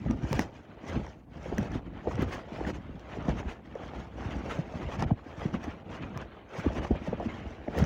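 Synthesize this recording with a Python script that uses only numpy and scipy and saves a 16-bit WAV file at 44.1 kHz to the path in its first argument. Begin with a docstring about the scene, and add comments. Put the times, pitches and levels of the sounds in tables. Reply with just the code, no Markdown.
"""Footsteps crunch in dense grit over dry, cracked mud in open country.
Clods knock and thud with a falling pitch, and dry flakes snap; an uneven rumble from footfalls
and a light wind shakes the microphone. Crunch, grit and rumble are coloured random grains under
overlapping swells; thuds, knocks and crumbs are short sinking tones, snaps are noise bursts."""
import sys
import numpy as np
from scipy import signal
from scipy.fft import rfft, irfft
from scipy.io import wavfile
from scipy.ndimage import uniform_filter1d

SR = 44100
rng = np.random.default_rng(int(sys.argv[2]) if len(sys.argv) > 2 else 0)


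def transcribe(u):
    """Save the signal u as a 16-bit wav file named by the first command-line argument.

    u: samples, shape (n,) or (channels, n), limited to [-1, 1]; the rate is SR.
    q: integer samples, one column per channel.
    """
    v = np.clip(np.atleast_2d(u).T, -1, 1)
    q = np.round(v * 32767).astype(np.int16)
    wavfile.write(sys.argv[1], SR, q)


N = 346563  # length in samples

# Blows of heel and clod on the ground. Each row: start in seconds, nominal peak in dB,
# nominal pitch in Hz, heavy bass in dB over that peak.
THUD_HITS = [(0.035, -36, 106, -13), (0.057, -24, 109, -20), (0.227, -25, 107, -16),
             (0.309, -21.5, 146, -24), (0.327, -21, 137, -17), (0.343, -19, 110, -8),
             (0.391, -15.5, 216, -18), (0.41, -30, 115, -13), (0.69, -36.5, 205, -29),
             (0.837, -32, 272, -21), (0.961, -21, 213, -9), (1.523, -19.5, 368, -7.5),
             (1.586, -14, 207, -14), (1.61, -20.5, 175, -12), (1.754, -21, 286, -9), (2.072, -17, 418, -17),
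             (2.143, -24.5, 108, -11), (2.191, -22, 222, -15), (2.212, -23, 121, -17),
             (2.225, -17.5, 294, -20), (2.256, -28, 112, -6), (2.52, -28.5, 165, -15),
             (2.611, -22.5, 360, -22), (2.669, -22.5, 269, -30), (2.688, -26.5, 290, -23),
             (2.741, -40, 126, -9), (2.892, -32.5, 303, -3), (2.947, -33, 203, -18),
             (3.171, -26.5, 286, -30), (3.283, -14.5, 204, -6.5), (3.327, -22.5, 188, -24),
             (3.451, -27, 224, 3), (3.48, -32, 177, -5), (3.755, -34.5, 456, -21), (4.189, -43, 145, -16),
             (4.25, -27.5, 153, 2), (4.347, -24, 150, -19), (4.404, -30, 236, -25), (4.589, -16, 177, -24),
             (4.852, -28, 120, 2.5), (4.987, -23.5, 136, -4), (5.024, -18, 162, -7), (5.047, -23, 133, -8),
             (5.113, -12, 154, -20), (5.263, -32, 237, -8), (5.377, -32, 205, -5), (5.453, -18, 206, -21),
             (5.537, -16, 174, -13), (5.677, -22, 244, -7), (5.863, -34, 270, -15), (6.1, -31, 190, -15),
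             (6.158, -28.5, 109, -14), (6.553, -30, 253, -26), (6.583, -25.5, 160, -13),
             (6.66, -12, 243, -7), (6.764, -21.5, 202, -10), (6.907, -9.5, 222, -8), (6.947, -28, 150, -17),
             (7.015, -29, 225, -23), (7.08, -21, 213, -16), (7.128, -18.5, 268, -26),
             (7.257, -19.5, 179, -23), (7.455, -29, 259, -4), (7.681, -19.5, 283, -26),
             (7.765, -22, 406, -16), (7.794, -16.5, 137, -2), (7.821, -9, 196, -25)]
# Clods that break. Each row: start in seconds, nominal peak in dB, nominal pitch in Hz,
# brittle crack in dB over that peak.
CLOD_BREAKS = [(0.061, -26, 532, -25), (0.111, -30, 685, -29), (0.25, -34, 824, -11),
               (0.328, -25, 625, -29), (0.393, -23.5, 664, 0), (1.046, -36, 715, -21),
               (1.066, -35.5, 830, -3), (1.457, -27.5, 503, -14), (1.527, -30, 600, -26),
               (1.581, -25.5, 567, 0), (1.658, -40, 544, -6), (1.721, -38, 710, -2), (1.741, -33, 660, -9),
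               (2.049, -35, 530, -24), (2.073, -21, 486, -30), (2.08, -23.5, 505, -26),
               (2.111, -27, 870, -22), (2.179, -28.5, 520, -8), (2.221, -29, 620, -11),
               (2.488, -35, 655, -28), (2.606, -26.5, 760, -14), (2.649, -33, 690, 5.5),
               (3.282, -21, 506, -11), (3.429, -34, 840, -6), (3.754, -25, 475, -16),
               (4.183, -33.5, 580, -14), (4.222, -31.5, 696, -27), (4.455, -29.5, 536, -18),
               (4.587, -29, 490, -19), (4.739, -30.5, 560, -16.5), (4.886, -29, 550, -32),
               (4.991, -39, 725, 3), (5.024, -20.5, 756, -10), (5.091, -36, 540, -17),
               (5.108, -22, 597, -22), (5.416, -27.5, 587, -15), (5.541, -26.5, 1100, -13),
               (6.174, -35.5, 1140, -1), (6.644, -26, 580, -20), (6.702, -24.5, 520, -24),
               (6.767, -41, 1060, 4), (6.835, -38, 663, -12), (6.848, -27, 840, -4), (6.911, -19, 496, -36),
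               (6.951, -25.5, 600, -14), (7.073, -23, 563, -29), (7.13, -24.5, 517, -23),
               (7.199, -23, 647, -31), (7.209, -25.5, 560, -25), (7.226, -28, 600, -29),
               (7.68, -21, 536, -14), (7.75, -24.5, 646, -12), (7.779, -18, 478, -9),
               (7.823, -29.5, 540, -1)]


def levels():
    """Crunch, grit, rumble and clods share overlapping swells; thuds jolt the rumble, knocks loosen clods."""
    # Overlapping swells of the crunch; several may form one scrape. Each row: peak in seconds,
    # crunch in dB, rise over 10 dB of crunch in ms, fade over 10 dB of crunch in ms,
    # fine grit in dB over crunch, rumble in dB over crunch.
    crunch_swells = [(0.009, -63.5, 65, 78, -13, 13), (0.101, -51, 88, 53, -18.5, 21.5),
                     (0.228, -53, 92, 106, -15, 10), (0.344, -46.5, 121, 101, -12, 2.5),
                     (0.421, -43.5, 105, 33, -10.5, 10.5), (0.564, -56.5, 62, 80, -15.5, 8.5),
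                     (0.724, -60, 108, 110, -24, 6.5), (0.899, -45, 53, 79, -15, 2.5),
                     (0.96, -45.5, 37, 56, -19, 7), (1.048, -56, 62, 128, -14, 9),
                     (1.351, -57.5, 33, 118, -20, 13.5), (1.476, -54, 115, 90, -13, 12),
                     (1.656, -46, 145, 28, -15.5, 10), (1.756, -46, 52, 40, -16, 10.5),
                     (1.865, -57, 43, 24, -24, 14), (1.977, -55, 82, 66, -24, 11),
                     (2.109, -49, 83, 67, -15, 10.5), (2.227, -43, 66, 24, -15, 8),
                     (2.33, -42.5, 47, 51, -15, 3.5), (2.4, -51.5, 36, 61, -16.5, 3),
                     (2.475, -62, 50, 48, -14, 4), (2.565, -48, 81, 58, -16.5, 2),
                     (2.7, -42, 79, 14, -14, 6), (2.751, -49, 22, 34, -16, 14.5),
                     (2.868, -59.5, 160, 106, -22, 12.5), (3.013, -57.5, 129, 86, -18.5, 5.5),
                     (3.155, -48, 93, 55, -19, 3.5), (3.21, -48.5, 44, 45, -34, 8.5),
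                     (3.255, -50, 35, 11, -18, 14.5), (3.294, -41, 25, 33, -15.5, 2.5),
                     (3.391, -43.5, 49, 28, -16, 7), (3.494, -47.5, 52, 63, -17, 3),
                     (3.712, -57.5, 106, 62, -20.5, 14.5), (3.836, -49.5, 81, 87, -17, 6),
                     (3.958, -47, 57, 94, -18, 6), (4.226, -50, 85, 110, -16.5, 8.5),
                     (4.323, -47.5, 95, 146, -17, 11), (4.52, -43.5, 91, 118, -15, 1),
                     (4.765, -48.5, 98, 78, -15.5, 8), (4.835, -47, 58, 44, -19.5, 7),
                     (4.936, -43.5, 56, 33, -15.5, 5), (4.999, -42.5, 18, 38, -15, 3.5),
                     (5.034, -44, 27, 15, -15.5, 14), (5.085, -51, 59, 46, -20, 13),
                     (5.184, -54, 27, 25, -23, 10), (5.314, -52.5, 88, 23, -17, 5),
                     (5.434, -47.5, 87, 100, -17.5, 7), (5.551, -44.5, 23, 24, -17.5, 14),
                     (5.649, -48, 55, 68, -16.5, 5), (5.706, -52, 69, 111, -20, 4.5),
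                     (5.948, -47, 64, 44, -17.5, 5.5), (6.03, -49.5, 39, 79, -21, 9),
                     (6.222, -50.0, 140, 40, -21.5, 10), (6.352, -53.5, 74, 104, -27, 2.5),
                     (6.568, -47.5, 61, 132, -13.5, -11), (6.66, -47, 109, 124, -20, 3.5),
                     (6.779, -42.5, 39, 20, -15, 11.5), (6.849, -44.5, 43, 9, -14.5, 8.5),
                     (6.875, -50.5, 23, 47, -13, 1), (6.964, -50.5, 110, 83, -22.5, 5),
                     (7.078, -49.5, 89, 58, -15.5, 1), (7.13, -52.5, 58, 128, -26, 11),
                     (7.299, -49, 132, 157, -18.5, 8.5), (7.479, -53, 78, 223, -19, 2),
                     (7.709, -53.5, 83, 71, -15.5, 5), (7.794, -39.5, 44, 32, -14, 5),
                     (7.856, -39.5, 49, 60, -15, 3.5)]
    s, db, rise_ms, fall_ms, grit_db, rumble_db = np.transpose(crunch_swells)
    thud_s, thud_db = np.transpose(THUD_HITS)[:2]
    knock_s, knock_db = np.transpose(CLOD_BREAKS)[:2]
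    onset_ms = 13.4  # rise over 10 dB of jolts and tumbles
    wind_db = -60.5  # steady wind on the microphone

    crunch = swells(s, db, rise_ms, fall_ms)
    grit = swells(s, db + grit_db, rise_ms, fall_ms, steepness=1.24)
    rumble = swells(s, db + rumble_db, rise_ms, fall_ms, steepness=0.62)
    rumble += undb(wind_db) ** 2
    rumble += swells(thud_s, thud_db - 21, onset_ms, 35)  # jolts left by thuds
    clods = swells(s, db + 3, rise_ms, fall_ms, steepness=0.65)
    clods += swells(knock_s, knock_db - 17.5, onset_ms, 24)  # clods loosened by knocks
    return [level_db(power) for power in (crunch, grit, rumble, clods)]


def swells(s, db, rise_ms, fall_ms, steepness=1):
    """Power of overlapping rounded swells, once a millisecond; steepness scales their slope in dB."""
    ms = np.arange(N * 1000 // SR + 2)[:, None]
    late = ms - 1000 * s
    away = np.maximum(late / np.maximum(fall_ms, 1), -late / np.maximum(rise_ms, 1))
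    roundness = 1.356  # power of time in the dB slope
    return np.sum(10 ** (db / 10 - steepness * away ** roundness), axis=1)


def level_db(power):
    """Level in dB at every sample, from power once a millisecond."""
    db = 10 * np.log10(power + 1e-12)
    return np.interp(np.arange(N) * 1000 / SR, np.arange(len(power)), db)


def crust(crunch_db, grit_db):
    """Grains of three sizes break under the sole; all three surge together as the weight shifts."""
    # Colours of coarse crunch, fine grit and finest dust.
    # Each row: frequency in Hz, relative density in dB per Hz.
    crunch_colour = [(400, -44), (950, -3), (2150, -9), (3100, -13.5), (3700, -20.5), (4300, -25.5),
                     (5500, -53), (9000, -76)]
    grit_colour = [(2500, -28), (4500, 0), (6100, 0.5), (7000, -4), (8500, -23), (12000, -48.5)]
    dust_colour = [(6500, -48), (8000, 2.5), (10500, -1.5), (12500, -10), (14000, -7.5), (15200, 1.5),
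                   (15900, -1.5), (16300, -41.5)]
    surge_db = 1.48 * walk(60.0)
    weight_db = crunch_db + surge_db
    fine_db = grit_db + surge_db + 1.6 * walk(70.0)

    crunch = colour(grains(3000.0, 1.61) * undb(weight_db - 0.5), crunch_colour)
    out = streaky(crunch, 2.95) + crumbs(weight_db)
    grit = colour(grains(9000.0, 2.46) * undb(fine_db - 0.1), grit_colour)
    out += streaky(grit, 4.0)
    # the finest dust falls away faster than the grit, so it favours the loudest moments
    dust_db = 1.226 * fine_db + 0.75 * walk(25.0) - 1.5
    dust = colour(grains(7000.0, 1.9) * undb(dust_db), dust_colour)
    return out + streaky(dust, 3.5)


def crumbs(weight_db, rate=220.0, low_hz=888.3, octaves=2.196, cycles=8.4, tilt_db=6.5):
    """Small hard lumps, rate per second, ring briefly at their own pitch, tilt_db fainter per octave up."""
    draws = rng.random((int(rate * N / SR), 3))
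    wobbles = rng.standard_normal((len(draws), 2, 2))
    blows = []
    for (when, pitch, size), chance in zip(draws, wobbles):
        up = octaves * pitch
        db = weight_db[int(when * N)] - tilt_db * up - 3.07 * np.log(1 - .9 * size)
        blows.append(blow(when * N / SR, db, low_hz * 2 ** up, cycles, chance, 0.93, 0.029))
    return place(blows)


def thuds():
    """Heel and clod meet the ground; the weight of the body follows late and low."""
    heel, body = rng.standard_normal((2, len(THUD_HITS), 2, 32))
    hits = [blow(s, db - 2.0, hz, 2.63, chance, 0.655, 0.323)
            for (s, db, hz, _), chance in zip(THUD_HITS, heel)]
    lows = [blow(s + 0.0057, db + bass_db - 0.5, 59.0, 1.33, chance, 0.88, 0.28)
            for (s, db, _, bass_db), chance in zip(THUD_HITS, body)]
    return place(hits + lows)


def knocks():
    """Short hollow cracks of breaking clods, each with a brittle edge higher up."""
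    hollow, edge = rng.standard_normal((2, len(CLOD_BREAKS), 2, 32))
    rings = [blow(s, db - 3.5, hz, 4.56, chance, 0.781, 0.17)
             for (s, db, hz, _), chance in zip(CLOD_BREAKS, hollow)]
    cracks = [blow(s, db + crack_db - 4.0, 1573.0, 7.6, chance, 0.85, 0.13)
              for (s, db, _, crack_db), chance in zip(CLOD_BREAKS, edge)]
    return place(rings + cracks)


def snaps():
    """Dry flakes crack in a millisecond or two of noise, with a separately levelled top octave."""
    # Each row: start in seconds, nominal peak in dB, nominal top octave in dB over that peak.
    flakes = [(0.11, -25.5, -34), (0.1725, -43, -29), (0.329, -12.5, -23), (0.393, -12, -24.5),
              (1.0647, -36, -39), (0.2992, -38, -30), (0.4314, -32, -30), (1.3798, -41, -35),
              (1.4426, -49, -35), (1.5822, -22, -18), (1.5964, -46, -18), (1.63, -31.5, -44),
              (1.7183, -37, -22), (2.155, -30, -42), (2.169, -46, -35), (2.195, -37, -28),
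              (2.2222, -32, -6), (2.995, -36, -30), (3.2245, -41, -36), (3.2922, -26, -37),
              (3.7524, -42, -36), (3.845, -46, -36), (4.0, -43, -36), (4.4622, -43, -28), (4.589, -41, -31),
              (5.024, -20, -34), (5.5418, -32, -32), (5.393, -36, -31), (5.64, -31, -23), (5.736, -45, -28),
              (6.095, -49, -33), (6.1746, -27, -20), (6.215, -36, -29), (5.95, -42, -30), (6.661, -37, -22),
              (6.85, -43, -22), (6.914, -41, -22), (7.1994, -40, -36), (7.7765, -35, -11),
              (7.787, -22, -13), (7.819, -43.5, -22), (7.841, -24, -37)]
    # Colours of the crack's body and its top. Each row: frequency in Hz, relative density in dB per Hz.
    body_colour = [(500, 12.5), (2000, 4), (3000, -2), (4200, -8), (5900, 2.5), (7500, -15.5),
                   (10000, -21.5), (12500, -45)]
    top_colour = [(7000, -32), (9000, -17), (10800, -8.5), (12600, -12.5), (15000, -2), (16300, -4)]
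    mid, top = np.zeros(N + SR), np.zeros(N + SR)
    noise = rng.standard_normal((len(flakes), 512))
    for (s, db, top_db), burst in zip(flakes, noise):
        u = np.arange(len(burst)) / SR * 1000 / 2.02  # time in units of 2.02 ms
        crack = burst * u / 0.33 * np.exp(1 - u / 0.25) * undb(db - 5.0)
        at = int(s * SR)
        mid[at:at + len(u)] += crack
        top[at:at + len(u)] += crack * undb(top_db + 4.5)
    return colour(mid[:N], body_colour) + colour(top[:N], top_colour)


def shake(rumble_db, clods_db):
    """Lumpy low rumble, and small clods that tumble with it."""
    # Colours of rumble and tumbling clods. Each row: frequency in Hz, relative density in dB per Hz.
    rumble_colour = [(15, -60.5), (30, -21.5), (42, -7.5), (60, 2.5), (130, -4), (230, -3), (330, -8),
                     (600, -54.5), (2500, -88.5)]
    clods_colour = [(100, -54), (330, 5), (690, 3), (900, -1), (1300, -48), (4000, -90.5)]
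    lumps_db = 1.86 * walk(25.0)
    low = colour(grains(300.0, 2.17) * undb(rumble_db + lumps_db), rumble_colour)
    tumble_db = clods_db + 0.15 * lumps_db + 0.49 * walk(40.0)
    return low + colour(grains(1200.0, 2.05) * undb(tumble_db), clods_colour)


def blow(s, db, hz, cycles, chance, fall, rough):
    """One blow on loose earth: a few uneven cycles whose pitch sinks as the contact spreads."""
    turns = np.arange(int(3 * cycles / hz * SR)) * hz / SR
    u = turns / cycles
    # random pitch steps and sizes, glided through every half nominal cycle; the last one holds
    step, size = (np.interp(2 * turns, np.arange(len(c)), c) for c in chance)
    pitch = 1.21 * hz * fall ** np.minimum(u, 1.5) * np.exp(rough * step)
    shape = u / 0.42 * np.exp(1 - u / 0.33) * undb(db + 1.9 * size)
    wave = np.sin(2 * np.pi * np.cumsum(pitch) / SR)
    return int(s * SR), shape * np.sign(step[0]) * wave  # random polarity


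def place(blows):
    """Sum of sounds at their start samples."""
    out = np.zeros(N + SR)
    for at, sound in blows:
        out[at:at + len(sound)] += sound
    return out[:N]


def grains(rate, scatter_db):
    """Random tiny breaks, rate per second on average, many small and a few large; rms 1."""
    chance = rng.random((3, N))
    size = undb(-scatter_db * np.log(1 - chance[1])) * np.sign(chance[2] - .5)
    x = (chance[0] < rate / SR) * size
    return x / np.sqrt(np.mean(x ** 2))


def streaky(x, spread_db, size=512, frames=10, bins=2):
    """Narrow bands swell and fade at random for some 30 ms, an uneven, streaky grain."""
    overlap = size * 3 // 4
    z = signal.stft(x, nperseg=size, noverlap=overlap)[2]
    field = uniform_filter1d(rng.standard_normal(z.shape), frames, axis=1)
    field = uniform_filter1d(field, bins, axis=0)
    gain = undb(spread_db * field / np.std(field))
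    return signal.istft(z * gain, nperseg=size, noverlap=overlap)[1][:N]


def walk(rate):
    """Random levels held 1 / rate s and slewed twice; spread 1."""
    k = int(SR / rate)
    held = np.repeat(rng.standard_normal(N // k + 1), k)
    w = uniform_filter1d(uniform_filter1d(held, k), k)[:N]
    return w / np.std(w)


def colour(x, spectrum, size=8192):
    """Causal filter with the given spectrum, folded from the cepstrum of its log gain; unit power gain."""
    hz, db = np.transpose(spectrum)
    grid = np.log(np.arange(size // 2 + 1) * SR / size + 1)
    cep = irfft(np.interp(grid, np.log(hz), db) * np.log(10) / 20)
    # fold the second half onto the first: minimum phase
    cep[1:size // 2] *= 2
    cep[size // 2 + 1:] = 0
    response = irfft(np.exp(rfft(cep)))
    return signal.fftconvolve(x, response / np.sqrt(np.sum(response ** 2)))[:N]


def undb(db):
    """Gain of a dB value."""
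    return 10 ** (np.asarray(db) / 20)


def scene():
    """Everything that reaches the single microphone."""
    crunch_db, grit_db, rumble_db, clods_db = levels()
    ground = crust(crunch_db, grit_db) + shake(rumble_db, clods_db)
    return (ground + thuds() + knocks() + snaps())[None]


def record(dry):
    """The microphone drops the deepest bass and adds a faint hiss; the top is cut."""
    # Colour of the hiss. Each row: frequency in Hz, relative density in dB per Hz.
    hiss_colour = [(3000, -24), (7000, -7), (12000, -8), (15000, -7), (15900, -5), (16200, -30)]
    hiss = colour(rng.standard_normal(N), hiss_colour) * undb(-89)
    bass_cut = signal.butter(4, 33.0, "high", fs=SR, output="sos")
    top_cut = signal.ellip(10, .2, 80, 16200, fs=SR, output="sos")
    heard = signal.sosfilt(bass_cut, dry) + hiss
    return signal.sosfilt(top_cut, heard)


dry = scene()
out = record(dry)
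transcribe(out)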